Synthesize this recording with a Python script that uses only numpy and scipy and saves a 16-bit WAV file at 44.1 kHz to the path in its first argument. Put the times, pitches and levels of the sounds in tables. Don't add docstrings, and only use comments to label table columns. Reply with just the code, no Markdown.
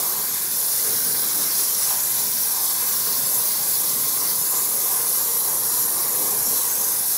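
import sys
import numpy as np
from scipy import signal
from scipy.fft import rfft, irfft, next_fast_len
from scipy.io import wavfile

SR = 44100
rng = np.random.default_rng(int(sys.argv[2]) if len(sys.argv) > 2 else 0)


def gain_from_decibels(decibels):
    exponent = np.asarray(decibels, float) / 20
    return 10 ** exponent


def master_out(mix):
    frames = np.transpose(np.atleast_2d(mix))
    ceiling = np.clip(frames, -1, 1)
    pcm = np.round(ceiling * 32767).astype(np.int16)
    wavfile.write(sys.argv[1], SR, pcm)


N = 316197
CUTOFF_HZ = 15720

# frequency in Hz, level in dB rms, unsteadiness in dB.
COMPRESSOR_TONES = [
    (55.8, -68.5, 5.5),
    (133.5, -61, 2),
    (305.6, -61.5, 4),
    (615, -63.5, 4.5),
]
# frequency in Hz, level in dB per Hz.
ARCH_SPECTRUM = [(15, -50), (25, -22), (48, -18), (92, -14), (138, -4.5), (258, -5.5), (456, 0), (727, -6),
                 (1010, -3), (1310, -8.5), (1600, -8.5), (2720, -14), (3200, -10.5), (4160, -42),
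                 (7040, -120)]
# level in dB, then shares of depth, spill and turn (dB per dB).
ARCH_RANGES = [
    (-48, .1, 0.88, 0.072),
    (-43.5, 0.81, 0.32, -.3),
    (-40.5, 1.02, -0.13, 0.18),
    (-42.5, 0.15, 0.27, 0.33),
]
# time in seconds, lift in dB, place (0 rumble, 1 roar, 2 cavity, 3 upper cavity).
GUSTS = [(.16, 3.1, .1), (.56, 3.5, 1.4), (.9, 7.6, 0.74), (1.1, 4.1, .4), (1.2, 4, 1), (1.4, 5.3, .9),
         (1.59, 3.6, 1.2), (1.91, 6.8, 2.04), (2.2, 2.2, .1), (2.62, 3.1, 1.5), (2.83, 3.2, 2.1),
         (2.92, 2.7, .2), (3.09, 4.9, 1.4), (3.21, 3.1, .1), (3.67, 2.5, 0.74), (3.82, 4.1, 1.3),
         (3.97, 4, .1), (4.19, 5.3, 1.9), (4.31, 3.6, .2), (4.56, 5, 1.8), (4.9, 4.9, 1.55), (4.98, 2.8, 2),
         (4.72, 3.2, 1.1), (5.51, 3.3, 1), (5.99, 3.4, 2.1), (6.24, 5.1, 1), (6.52, 4.1, 0.99),
         (6.8, 3.8, 0.53), (6.94, 2.6, 2.2), (7.17, 4.4, 1.3)]
# frequency in Hz, level in dB per Hz.
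JET_SPECTRUM = [(2700, -24.5), (3290, -16.5), (4050, -11.5), (4830, -9.5), (5510, -6.5), (8500, -8.5),
                (9800, -4.5), (11100, 0), (12800, -2)]
# frequency in Hz, level in dB per Hz.
JET_TOP_SPECTRUM = [(13800, -6.5), (14350, -9.5), (14800, -5.5), (15300, -4), (15720, -4.5)]
# level in dB, then shares of nearness, turn and tip (dB per dB).
GUN_RANGES = [
    (-33, 0.38, 0.94, .05),
    (-31.5, 1.3, -0.11, -.3),
    (-23.5, 1.1, -0.21, 0.11),
    (-31.5, .8, 0.71, 1.05),
]
# time in seconds, then nearness, turn to the microphone, depth in the hollow
# and air spilling out, all in dB.
POSE = [(0, 0, 0.5, 3.5, -3.5), (.22, -2, 0, -1, -2), (.5, -2.5, -0.5, -6, -.6), (.74, 0.4, -0.4, -3, -5),
        (.95, -0.5, -0.1, -2.5, 1), (1.4, 0, 1.7, -1.5, 1.5), (1.6, 0.1, 1.5, -2.5, -2),
        (2.2, -1, -0.2, -2.5, -0.5), (2.6, -0.6, 0.4, -2, -3.5), (3.1, -.6, 1, -2.5, 0),
        (4.3, -0.4, 0.1, -2.5, -1), (4.5, 0.3, -2, -1.3, -1), (5.2, .2, -2, -0.9, -2.5),
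        (5.36, -0.5, -1.5, -.3, -3.5), (5.9, -0.5, -3, 0, -1), (6.3, .1, -2.5, 2, 1),
        (6.7, 0, -2.1, 0, -2.5), (7.17, -.4, -3, -2.5, -4)]
# time in seconds, then swell, turn to the microphone and tip showing, all in dB.
FLICKS = [(0.33, 1, 0.7, -3), (0.43, 1, -0.3, 0), (0.6, 1.3, 0.5, -1), (0.75, 0.5, 1.5, -4),
          (0.94, 1, 1.91, 0.82), (1.2, 0.1, 0.5, 1), (1.61, 1.07, 0.3, -2), (1.88, 1.69, 2, -2),
          (2.19, 1.27, 3, -0.56), (2.41, 1, 0.8, 2), (2.67, 0.71, 2.5, -1.63), (2.93, 0.96, 1, 2),
          (3.13, 0.5, 1, 3.18), (3.32, 1.2, -2, 1), (3.52, 0.5, 1.55, 1.24), (3.74, 1, 0.3, 1),
          (3.9, 0.4, 1.5, 0.85), (4.12, 1, -1, -0.24), (4.32, 0.5, 2.08, 1.93), (4.58, 1, 1.01, -2),
          (4.7, -0.23, -0.17, 1), (4.93, 0.7, 1.01, -0.96), (5.2, 0.8, 1.5, -1), (5.5, 0.6, 0.2, 1),
          (5.77, 1.5, 1.52, 1), (6.02, 0.3, 1.2, 0), (6.28, 0.84, 0.82, 0.57), (6.55, 1.3, 2.02, 0.3),
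          (6.87, 1.4, 1.5, -1.03), (7.17, 1.3, 3, -3)]
# time in seconds, strength 0-1.
MAIN_PANEL = [
    (0, 0.05),
    (.55, 0.22),
    (.75, 0.04),
    (1.5, 0.06),
    (2.5, 0.16),
    (3.5, 0.14),
    (4.4, 0.13),
    (5.0, 0.18),
    (5.6, 0.05),
    (7.17, 0.14),
]
# delay in ms, steady strength, changing strength.
SMALL_PARTS = [(.2, 0.0056, 0.075), (.36, -0.035, 0.053), (.52, 0.034, 0.03), (.7, -0.0049, 0.071),
               (.9, 0.02, 0.063), (1.25, -0.0035, 0.11), (1.52, -0.03, 0.037), (2.1, -0.055, 0.058),
               (2.45, 0.059, 0.057), (2.9, 0.038, 0.064), (3.5, -0.0068, 0.046), (4.2, 0.0077, 0.049),
               (5.0, 0.024, 0.041), (6.2, 0.031, 0.055), (8.1, -0.028, 0.055)]
# start in seconds, end in seconds, frequency in Hz, width in Hz, lift in dB.
SEAMS = [(.78, 1.27, 1540, 80, 7.5), (.6, 1.16, 9700, 350, 4), (.65, 1.3, 14000, 400, 6),
         (1.5, 2, 10550, 300, 4.5), (1.98, 2.28, 10150, 300, 6), (1.34, 2.6, 5650, 520, 2),
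         (2.2, 4.3, 8500, 210, 4), (2.2, 3.3, 14400, 700, 1), (3.4, 4.45, 14000, 700, 2),
         (3.2, 3.5, 11000, 410, 4.5), (3.6, 4.0, 11200, 250, 4), (2.3, 4.4, 4530, 150, 2.5),
         (4.45, 4.8, 7200, 280, 4), (5.6, 5.9, 7000, 300, 3.5), (4.9, 5.95, 11250, 290, 2),
         (4.8, 8.8, 5700, 150, 4), (6.4, 7.0, 6200, 330, 4), (6.7, 7.1, 8100, 170, -2),
         (4.9, 7.6, 480, 100, 1.5), (2.6, 6.9, 1070, 100, 3), (1.9, 7.1, 1290, 76, -3),
         (2.4, 4.7, 1850, 55, -5), (2.2, 4.5, 2290, 46, -2)]
# time in seconds, centre in Hz.
SIDE_PATCHES = [(.0329, 8960), (.3348, 14000), (.5205, 14500), (.7295, 4650), (1.31, 15600),
                (1.3797, 10300), (1.6815, 4700), (1.6815, 9000), (2.889, 4700), (2.889, 7900),
                (3.2373, 9000), (3.2373, 12000), (3.2373, 14800), (3.2605, 5200), (3.2605, 7000),
                (3.7481, 5200), (3.7481, 10300), (4.259, 10700), (4.259, 14900), (4.4215, 5700),
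                (4.4215, 9700), (4.7698, 9700), (4.7698, 14900), (5.3503, 12400), (5.5825, 7000),
                (5.5825, 14400), (6.3952, 9000), (6.3952, 14300), (6.8132, 10400)]


def rms_one(x):
    return x / np.sqrt(np.mean(x ** 2) + 1e-20)


def in_time(rows):
    s, *columns = np.transpose(rows)
    return [np.interp(np.arange(N) / SR, s, c) for c in columns]


def drift(rate_hz):
    r = np.exp(-2 * np.pi * rate_hz * 40 / SR)
    noise = rng.standard_normal(N // 40 + 2002)
    slow = signal.lfilter([1], [1, -2 * r, r * r], noise)[2000:]
    return np.interp(np.arange(N) / 40, np.arange(len(slow)), rms_one(slow - slow.mean()))


def bumps(times_s, heights, rise_s, fall_s):
    t = np.arange(0, N + 64, 64) / SR - np.asarray(times_s)[:, None]
    bells = np.exp(-.5 * (t / np.where(t < 0, rise_s, fall_s)) ** 2)
    return np.interp(np.arange(N) / 64, np.arange(t.shape[1]), np.asarray(heights) @ bells)


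def shaped(x, spectrum, edges_hz):
    size = next_fast_len(N)
    octave = np.log2(np.fft.rfftfreq(size, 1 / SR) + 1)
    hz, db = np.transpose(spectrum)
    colour = gain_from_decibels(np.interp(octave, np.log2(hz), db)) * (octave < np.log2(CUTOFF_HZ))
    coloured = rfft(x, size) * colour
    above = [np.clip(.5 + (octave - np.log2(edge)) / .06, 0, 1) for edge in edges_hz]
    return [rms_one(irfft(coloured * (a - b), size)[:N]) for a, b in zip(above, above[1:])]


def late(x, delay_ms):
    return np.roll(x, round(delay_ms * SR / 1000))


def compressor():
    t = np.arange(N) / SR
    hum = np.zeros(N)
    for hz, db, sway_db in COMPRESSOR_TONES:
        level = np.sqrt(2) * gain_from_decibels(db + sway_db * drift(1.5))
        hum += level * np.sin(2 * np.pi * hz * t + 0.83 * drift(1.45))
    return hum


def side_patches(size=2048, half_width=.09, level_db=-60.5):
    side = np.zeros(N + 2 * size)
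    hz = np.fft.rfftfreq(size, 1 / SR)
    window = signal.windows.kaiser_bessel_derived(size, 4 * np.pi)
    for s, centre_hz in SIDE_PATCHES:
        band = (abs(hz / centre_hz - 1) < half_width) * (hz < CUTOFF_HZ)
        jet_db = np.interp(centre_hz, *np.transpose(JET_SPECTRUM + JET_TOP_SPECTRUM))
        gain = gain_from_decibels(level_db + jet_db) * np.sqrt(band.sum() * SR / size)
        noise = rms_one(irfft(rfft(rng.standard_normal(size)) * band))
        start = round(s * SR) + size // 2
        side[start:start + size] += gain * noise * window
    return side[size:size + N]


def panels(x, thin_hz=300, dull_hz=7000, panel_ms=1.94, swing_hz=2.83):
    thin = signal.sosfilt(signal.butter(1, thin_hz, "high", fs=SR, output="sos"), x)
    dull = signal.sosfilt(signal.butter(2, dull_hz, fs=SR, output="sos"), thin)
    out = x + in_time(MAIN_PANEL)[0] * late(dull, panel_ms)
    for delay_ms, steady, changing in SMALL_PARTS:
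        strength = steady + 1.1 * changing * drift(swing_hz)
        out = out + strength * late(thin, delay_ms)
    return out


def held(rise_s=0.039, fall_s=0.043):
    near_db, turn_db, deep_db, spill_db = in_time(POSE)
    s, *heights = np.transpose(FLICKS)
    swell_db, twist_db, tip_db = [bumps(s, db, rise_s, fall_s) for db in heights]
    return near_db + swell_db, turn_db + twist_db, tip_db, deep_db, spill_db


def arch(rise_s=0.033, fall_s=0.045, gust_reach=0.89):
    _, turn_db, _, deep_db, spill_db = held()
    s, lift_db, where = np.transpose(GUSTS)
    levels_db = []
    for k, (db, deep, spill, turn) in enumerate(ARCH_RANGES):
        lift_here_db = lift_db * np.exp(-((where - k) / gust_reach) ** 2)
        pose_db = deep * deep_db + spill * spill_db + turn * turn_db
        levels_db.append(db + pose_db + bumps(s, lift_here_db, rise_s, fall_s))
    rumble_db, roar_db, cavity_db, upper_db = levels_db
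    air = panels(rng.standard_normal(N))
    rumble, roar, cavity, upper = shaped(air, ARCH_SPECTRUM, [20, 270, 700, 1300, 3000])
    gust_db = 0.49 * drift(12)
    return (gain_from_decibels(rumble_db + 0.66 * drift(6)) * rumble
            + gain_from_decibels(roar_db + gust_db) * roar
            + gain_from_decibels(cavity_db + gust_db + 0.54 * drift(24)) * cavity
            + gain_from_decibels(upper_db + gust_db + .5 * drift(22)) * upper)


def turbulence(pellets_per_s, size_db, share):
    sizes = gain_from_decibels(size_db * np.minimum(rng.exponential(1, N), 4)) * rng.choice([-1, 1], N)
    hail = sizes * (rng.random(N) < pellets_per_s / SR)
    return np.sqrt(share) * rms_one(hail) + np.sqrt(1 - share) * rng.standard_normal(N)


def eddies(x, flicker_db, count=20, rate_hz=22):
    size = next_fast_len(N)
    place = np.fft.rfftfreq(size, 1 / SR) / CUTOFF_HZ * count
    whole = rfft(x, size)
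    out = np.zeros(N)
    for k in range(count + 2):
        narrow = irfft(whole * np.clip(1 - abs(place - k), 0, 1), size)[:N]
        out += gain_from_decibels(flicker_db * drift(rate_hz)) * narrow
    return out


def gun():
    near_db, turn_db, tip_db, _, _ = held()
    hail = panels(turbulence(12000, size_db=3, share=0.084))
    bands = shaped(hail, JET_SPECTRUM + JET_TOP_SPECTRUM, [3000, 6300, 9300, 14300, 17000])
    blast = np.zeros(N)
    for band, (db, near, turn, tip) in zip(bands, GUN_RANGES):
        blast += band * gain_from_decibels(db + near * near_db + turn * turn_db + tip * tip_db)
    feed = gain_from_decibels(0.29 * drift(50))
    return eddies(blast * feed, flicker_db=1.38)


def seams(x, fade_s=.07):
    out = x.copy()
    for start_s, end_s, hz, width_hz, lift_db in SEAMS:
        a, b = round(start_s * SR), min(round(end_s * SR), N)
        t = np.arange(b - a) / SR
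        r = np.exp(-np.pi * width_hz / SR)
        zeros = np.array([1, 0, -1]) * (1 - r * r) / 2
        poles = [1, -2 * r * np.cos(2 * np.pi * hz / SR), r * r]
        rung = signal.lfilter(zeros, poles, x[a:b])
        fade = np.clip(np.minimum(t, t[-1] - t) / fade_s, 0, 1)
        out[a:b] += (gain_from_decibels(lift_db) - 1) * fade * rung
    return out


def scene():
    mono = compressor() + seams(arch() + gun())
    return np.array([mono, mono])


def roll_off(x):
    return signal.sosfilt(signal.butter(12, 15920, fs=SR, output="sos"), x)


def record(dry):
    size = next_fast_len(N)
    passed = np.fft.rfftfreq(size, 1 / SR) < CUTOFF_HZ
    cut = irfft(rfft(dry, size) * passed, size)[:, :N]
    mix = cut + side_patches() * [[1], [-1]]
    return roll_off(mix)


dry = scene()
out = record(dry)
master_out(out)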